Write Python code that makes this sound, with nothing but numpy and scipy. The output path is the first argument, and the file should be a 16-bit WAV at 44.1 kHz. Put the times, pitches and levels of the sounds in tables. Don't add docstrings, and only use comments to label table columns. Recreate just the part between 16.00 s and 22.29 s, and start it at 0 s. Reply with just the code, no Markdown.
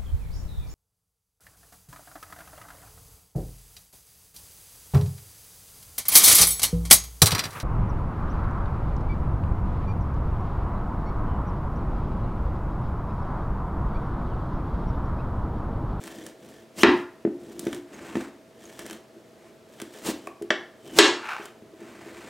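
import sys
import numpy as np
from scipy import signal
from scipy.fft import rfft, irfft, next_fast_len
from scipy.io import wavfile

SR = 44100
rng = np.random.default_rng(int(sys.argv[2]) if len(sys.argv) > 2 else 0)


def transcribe(signal):
    frames = np.atleast_2d(signal).T
    limited = np.clip(frames, -1, 1)
    pcm = np.round(limited * 32767).astype(np.int16)
    wavfile.write(sys.argv[1], SR, pcm)


N = 277389
TIME = np.arange(N) / SR

# start t/s, end t/s, crunch level/dB, shell rumble level/dB
CUT_STROKES = [(0.02, 0.28, -49.5, -46.5), (0.43, 0.61, -57, -52), (0.93, 1.0, -54, -49.5),
               (1.42, 1.59, -56.5, -45.5), (1.61, 1.76, -50, -41.5), (2.62, 2.78, -53, -53),
               (2.80, 2.94, -48.5, -48), (3.15, 3.50, -69.5, -64.5), (3.73, 3.93, -58, -62),
               (3.95, 4.04, -49, -56), (4.14, 4.28, -59.5, -52), (4.88, 4.97, -50, -44.5),
               (5.40, 5.46, -51.5, -71)]
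# start t/s, end t/s, crunch level/dB, shell rumble level/dB
BLADE_LUNGES = [(0.789, 0.831, -36, -37.5), (4.063, 4.104, -30, -36.5), (4.984, 4.988, -23, -27)]
# start t/s, end t/s, rubbing level/dB, shell rumble level/dB
PUMPKIN_SLIDES = [(1.95, 2.14, -47.5, -46), (2.16, 2.22, -43.5, -43), (3.45, 3.49, -60, -64),
                  (5.82, 6.02, -52.5, -49.5), (6.06, 6.29, -49.5, -51)]
# start t/s, end t/s, level/dB
TIP_DRAG = (5.295, 5.336, -30)
# start t/s, end t/s, level/dB of the fundamental
RIND_SQUEAK = (0.808, 0.823, -34)
# t/s, ring level/dB, splitting rind level/dB, lowpass f/Hz, shell thump level/dB,
# thump pitch f/Hz
BOARD_BLOWS = [(0.8329, -16, 5, 1896, -2.5, 281), (4.5043, -9.5, -15.5, 3340, -20.5, 268),
               (4.9872, -3.5, 5.5, 7550, -4, 343)]
# t/s, relative level/dB, contact click level/dB against the knock, pitch f/Hz
SHELL_KNOCKS = [(0.8627, -10.5, -20, 276), (0.879, -7, -20, 280), (1.25, -6.5, -17, 319),
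                (1.274, -15, -20, 255), (1.596, -26.5, -22, 300), (1.667, -11.5, -15, 312),
                (1.729, -23.5, -5, 277), (2.154, -11.5, -7.5, 270), (2.169, -13, -33, 285),
                (3.167, -35, -20.5, 330), (3.821, -23, -40, 290), (4.087, -13, -40, 293),
                (4.273, -26, -5, 335), (4.414, -22, -40, 361), (4.426, -24.5, -37, 350),
                (4.446, -29, -35, 356), (5.397, -26, -13, 357), (5.622, -34, -31.5, 271.6),
                (5.817, -29.5, -36, 350), (6.063, -31.5, -11, 364)]
# t/s, relative level/dB, dull body level/dB against the snap
FIBRE_SNAPS = [(0.038, -30, -4), (0.076, -32.5, 4.5), (0.2648, -29, -3.5), (1.5937, -21, -38),
               (1.6522, -35, -8), (1.669, -33.5, 11), (1.7288, -31.5, 8), (1.7463, -30, -7),
               (2.1547, -39.5, 14), (2.209, -41.5, 10.5), (2.792, -27, 1), (2.8633, -29.5, -1.5),
               (2.898, -33, 6), (2.9097, -29.5, 0), (2.93, -32.5, 0), (3.8, -32.5, 6), (3.817, -25.5, -2),
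               (4.061, -24, -18), (4.2714, -33.5, -11.5), (4.422, -34, -3), (5.456, -31.5, -2)]
# t/s, peak level/dB before decay
BLADE_PINGS = [(1.944, -42.5), (2.654, -41)]

# f/Hz, relative level/dB, t60/s
SHELL_MODES = [(168.4, -15, 0.0075), (225.7, -1, 0.022), (307.2, 12, 0.023), (365, -14, 0.01),
               (487, -8, 0.022)]
# f/Hz, relative level/dB, t60/s
BOARD_MODES = [(486, -8.5, 0.028), (614, -8.5, 0.051), (772, -9, 0.027), (1146, -19.5, 0.056),
               (1697, 0, 0.023), (1867, -1, 0.02), (2196, -8.5, 0.025), (3107, -5, 0.026),
               (3450, -3, 0.018), (4900, -26.5, 0.0093), (5830, -5.5, 0.014), (7340, -8, 0.01)]
# f/Hz, relative level/dB, t60/s
SINGING_MODE = (3045, 0, 0.04)
# f/Hz, relative level/dB, t60/s
HEEL_MODES = [(565, -2.5, 0.025), (710, 2, 0.018), (1120, -0.5, 0.051), (2490, 0, 0.0093)]
# f/Hz, level/dB, t60/s
ROOM_MODES = [(222, -64, .3), (289, -58, .42), (354, -55, .45), (398, -62, .35)]

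# f/Hz, relative level/dB per Hz
CRUNCH_SPECTRUM = [(150, -12.5), (500, 14), (1200, 2), (1700, 0), (3000, 0), (5000, -3), (8000, -1.5),
                   (10500, -7.5), (15000, -11)]
# f/Hz, relative level/dB per Hz
SPLIT_SPECTRUM = [(60, -38), (160, -19.5), (270, 8.5), (400, 5), (600, -8), (880, -2), (1100, -2.5),
                  (1500, 0.5), (2300, -0.5), (4000, -3), (8000, -7), (10500, -16), (15000, -24)]
# f/Hz, relative level/dB per Hz
TICK_SPECTRUM = [(500, 0.5), (2000, -3.5), (5000, 4), (9000, 8), (12000, 0.5), (15000, -4)]
# f/Hz, relative level/dB per Hz
SLIDE_SPECTRUM = [(150, -2), (500, 6), (1100, 3), (2100, 2), (3500, -7), (5500, -11), (8000, -8.5),
                  (11000, -19.5), (15000, -21)]
# f/Hz, relative level/dB per Hz
SCRAPE_SPECTRUM = [(260, -37), (450, -16), (699, -9), (871, 3.5), (1010, -3.5), (1390, 3.5), (1760, -2.5),
                   (1980, -8.5), (2500, -2), (3120, -15), (5870, -23), (15000, -37.5)]
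# f/Hz, relative level/dB
ECHO_SPECTRUM = [(60, -1), (130, -11.5), (220, -4.5), (350, 2), (550, -3), (900, -6.5), (2000, -7.5),
                 (4000, -5.5), (7000, -11.5), (10000, -11.5), (15000, -8)]
# f/Hz, side level/dB
ECHO_WIDTH = [(60, -34.5), (250, -33), (1000, -28), (4000, -14.5), (8000, -21), (15000, -1)]
# f/Hz, t60/s
ECHO_DECAY = [(150, 0.43), (400, 0.23), (1000, 0.48), (2800, 0.33), (7000, 0.37), (14000, 0.25)]
# f/Hz, relative level/dB per Hz
AIR_SPECTRUM = [(25, 6), (60, -8.5), (130, -8), (250, -7), (430, -2), (650, -10.5), (870, -16.5),
                (1380, -18.5), (3500, -25), (8000, -29.5), (15500, -37)]
# f/Hz, relative level/dB per Hz
HISS_SPECTRUM = [(30, -17), (250, 3.5), (800, -2.5), (2000, -10.5), (6000, -21.5), (15000, -56)]
# f/Hz, rms level/dB
HUM_TONES = [(120.6, -72.5), (226, -64), (440, -74), (635, -65), (655, -62.5)]

STROKE_RISE, STROKE_FALL = 253, 286.5
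LUNGE_RISE, LUNGE_FALL = 601, 739.5
SLIDE_RISE, SLIDE_FALL = 199, 170
DRAG_RISE, DRAG_FALL = 159, 194
SQUEAK_EDGE = 913


def from_db(db):
    return 10 ** (np.asarray(db) / 20)


def rms_one(x):
    return x / np.sqrt(np.mean(x ** 2) + 1e-20)


def at_hz(points, hz):
    table_hz, values = np.transpose(points)
    return np.interp(np.log(np.maximum(hz, 1)), np.log(table_hz), values)


def colour(x, spectrum):
    size = next_fast_len(len(x))
    gain = from_db(at_hz(spectrum, np.fft.rfftfreq(size, 1 / SR)))
    return irfft(rfft(x, size) * gain, size)[:len(x)]


def butter(x, hz, kind, order=2):
    sos = signal.butter(order, np.clip(hz, 10, .45 * SR), kind, fs=SR, output="sos")
    return signal.sosfilt(sos, x)


def add(out, s, sound):
    start = max(round(s * SR), 0)
    out[start:start + len(sound)] += sound[:N - start]


def ringing(modes, t):
    wave = 0
    for k, (hz, db, t60) in enumerate(modes):
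        wave = wave + (-1) ** k * from_db(db - 60 * t / t60) * np.sin(2 * np.pi * hz * t)
    return wave


def driven(modes, force):
    return rms_one(signal.oaconvolve(force, ringing(modes, TIME[:SR // 5]))[:N])


def burst(spectrum, t60):
    t = TIME[:SR // 6]
    decay = from_db(-60 * t / t60)
    bins = rfft(rng.standard_normal(len(t)) * decay)
    flat = irfft(bins / np.abs(bins), len(t))
    crack = colour(flat, spectrum) * (t < t60)
    return crack * np.linalg.norm(decay) / np.linalg.norm(crack)


def grains(per_s, spread_db, clump_db):
    knots = TIME[::SR // 100]
    clumps = np.interp(TIME, knots, np.clip(rng.standard_normal(len(knots)), -1.5, 1.5))
    sizes = from_db(spread_db * np.minimum(rng.exponential(1, N), 3.5) + clump_db * clumps)
    return sizes * rng.choice([-1, 1], N) * (rng.random(N) < per_s / SR)


def gesture(start, end, db, rise_db_per_s, fall_db_per_s):
    below = rise_db_per_s * np.maximum(start - TIME, 0) + fall_db_per_s * np.maximum(TIME - end, 0)
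    return from_db(db - np.minimum(below, 120))


def gestures(rows, rise_db_per_s, fall_db_per_s):
    contact = shell = 0
    for start, end, contact_db, shell_db in rows:
        shape = gesture(start, end, 0, rise_db_per_s, fall_db_per_s)
        contact = np.maximum(contact, from_db(contact_db) * shape)
        shell = np.maximum(shell, from_db(shell_db) * shape)
    return contact, shell


def background(air_db=-52.5, hiss_db=-62.0):
    air = from_db(air_db) * rms_one(colour(rng.standard_normal(N), AIR_SPECTRUM))
    hum = 0
    for hz, rms_db in HUM_TONES:
        hum = hum + np.sqrt(2) * from_db(rms_db) * np.sin(2 * np.pi * (hz * TIME + rng.random()))
    hiss = np.array([rms_one(colour(white, HISS_SPECTRUM)) for white in rng.standard_normal((2, N))])
    return air + hum + from_db(hiss_db) * hiss


def strokes(rushing, shell_rumble, fibres_per_s=60, fibres_db=-7.5, buried_s=4.1, singing_db=-6):
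    gain, shell_gain = gestures(CUT_STROKES, STROKE_RISE, STROKE_FALL)
    tearing = grains(per_s=3000, spread_db=4.5, clump_db=2.5)
    breaking = grains(fibres_per_s, spread_db=0, clump_db=-1)
    crunch = rms_one(colour(tearing, CRUNCH_SPECTRUM))
    fibres = from_db(fibres_db) * driven(BOARD_MODES, breaking)
    singing = from_db(singing_db) * (TIME > buried_s) * driven([SINGING_MODE], rushing)
    return gain * (crunch + fibres + singing) + shell_gain * shell_rumble


def kitchen(x, first_echo_s=0.0019):
    t = TIME[:SR * 3 // 4]
    tail = 0
    edges = np.geomspace(40, 18000, 10)
    for low, high in zip(edges, edges[1:]):
        band = butter(rng.standard_normal(len(t)), [low, high], "band")
        tail = tail + band * from_db(-60 * t / at_hz(ECHO_DECAY, np.sqrt(low * high)))
    tail = tail * np.clip(t / first_echo_s - 1, 0, 1)
    return signal.oaconvolve(x, colour(tail / np.linalg.norm(tail), ECHO_SPECTRUM))[:N]


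def snaps(snap_db=-6.5, snap_t60=0.017, body_db=-6.0, body_t60=0.029, body_hz=2600, steel_db=-12.0):
    out = np.zeros(N)
    steel = from_db(steel_db) * ringing(BOARD_MODES, TIME[:SR // 6])
    for s, db, dull_db in FIBRE_SNAPS:
        tick = from_db(snap_db) * burst(TICK_SPECTRUM, snap_t60)
        flesh = from_db(body_db) * butter(burst(SPLIT_SPECTRUM, body_t60), body_hz, "low")
        add(out, s, from_db(db) * (tick + from_db(dull_db) * (flesh + steel)))
    return out


def lunges(rushing, shell_rumble):
    gain, shell_gain = gestures(BLADE_LUNGES, LUNGE_RISE, LUNGE_FALL)
    return gain * rms_one(colour(rushing, CRUNCH_SPECTRUM)) + shell_gain * shell_rumble


def squeak(start_hz=2950, rise_hz_per_s=27000, rate_waver=.05, overtone_db=-3.0):
    waver, grip = [rms_one(butter(white, 400, "low")) for white in rng.standard_normal((2, N))]
    hz = (start_hz + rise_hz_per_s * (TIME - RIND_SQUEAK[0])) * (1 + rate_waver * waver)
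    phase = 2 * np.pi * np.cumsum(hz) / SR
    tone = sum(from_db(overtone_db * k) * np.sin((k + 1) * phase) for k in np.arange(4))
    return gesture(*RIND_SQUEAK, SQUEAK_EDGE, SQUEAK_EDGE) * from_db(3 * grip) * tone


def thump(pitch_hz, reference_hz=288, deepest_hz=150, contact_hz=650):
    modes = [(hz * pitch_hz / reference_hz, db, t60) for hz, db, t60 in SHELL_MODES]
    soft = butter(ringing(modes, TIME[:SR // 6]), contact_hz, "low")
    wave = butter(soft, deepest_hz, "high")
    return wave / np.abs(wave).max()


def blows(crack_t60=0.037, tear_t60=.1, tear_db=-4.5):
    out = np.zeros(N)
    for s, ring_db, split_db, bright_hz, thump_db, pitch_hz in BOARD_BLOWS:
        tear = from_db(tear_db) * burst(SPLIT_SPECTRUM, tear_t60)
        split = burst(SPLIT_SPECTRUM, crack_t60) + tear
        hit = from_db(ring_db) * ringing(BOARD_MODES, TIME[:SR // 6]) + from_db(split_db) * split
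        add(out, s, butter(hit, bright_hz, "low") + from_db(thump_db) * thump(pitch_hz))
    return out


def knocks(shell_db=-3.5, click_hz=1600, click_t60=0.017):
    out = np.zeros(N)
    for s, db, contact_db, pitch_hz in SHELL_KNOCKS:
        click = butter(burst(SPLIT_SPECTRUM, click_t60), click_hz, "low", order=3)
        knock = from_db(shell_db) * thump(pitch_hz) + from_db(contact_db) * click
        add(out, s, from_db(db) * knock)
    return out


def pings(blade_hz=6550, blade_t60=0.038):
    out = np.zeros(N)
    for s, db in BLADE_PINGS:
        add(out, s, ringing([(blade_hz, db, blade_t60)], TIME[:SR // 5]))
    return out


def slides(shell_rumble):
    gain, shell_gain = gestures(PUMPKIN_SLIDES, SLIDE_RISE, SLIDE_FALL)
    rubbing = grains(per_s=4000, spread_db=3, clump_db=2.5)
    return gain * rms_one(colour(rubbing, SLIDE_SPECTRUM)) + shell_gain * shell_rumble


def heel_tap(tap_s=4.2725, tap_db=-29):
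    out = np.zeros(N)
    add(out, tap_s, from_db(tap_db) * ringing(HEEL_MODES, TIME[:SR // 5]))
    return out


def tip_scrape():
    scraping = grains(per_s=1200, spread_db=2.5, clump_db=2.5)
    return gesture(*TIP_DRAG, DRAG_RISE, DRAG_FALL) * rms_one(colour(scraping, SCRAPE_SPECTRUM))


def scene(room_db=-0.5, first_channel_db=.3):
    rushing = grains(per_s=12000, spread_db=3, clump_db=1.5)
    shell_rumble = driven(SHELL_MODES, rushing)
    direct = strokes(rushing, shell_rumble) + snaps() + lunges(rushing, shell_rumble) + squeak()
    direct = direct + blows() + knocks() + pings() + slides(shell_rumble) + heel_tap() + tip_scrape()
    boom = signal.oaconvolve(direct, ringing(ROOM_MODES, TIME[:SR]))[:N]
    middle = direct + boom + from_db(room_db) * kitchen(direct)
    side = colour(kitchen(direct), ECHO_WIDTH)
    return np.array([from_db(first_channel_db) * (middle + side), middle - side]) + background()


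def record(dry, limit_db=3.0, release_db_per_s=140, attack_s=0.00019, low_cut_hz=90, cutoff_hz=15900):
    over = np.maximum(20 * np.log10(np.abs(dry).max(axis=0) + 1e-9) - limit_db, 0)
    held = np.maximum.accumulate(over + release_db_per_s * TIME) - release_db_per_s * TIME
    r = np.exp(-1 / (attack_s * SR))
    reduction_db = signal.lfilter([1 - r], [1, -r], held)
    limited = np.clip(dry * from_db(-reduction_db), -.84, .84)
    bass_cut = butter(limited, low_cut_hz, "high", order=3)
    return signal.sosfilt(signal.ellip(10, .1, 80, cutoff_hz, fs=SR, output="sos"), bass_cut)


dry = scene()
out = record(dry)
transcribe(out)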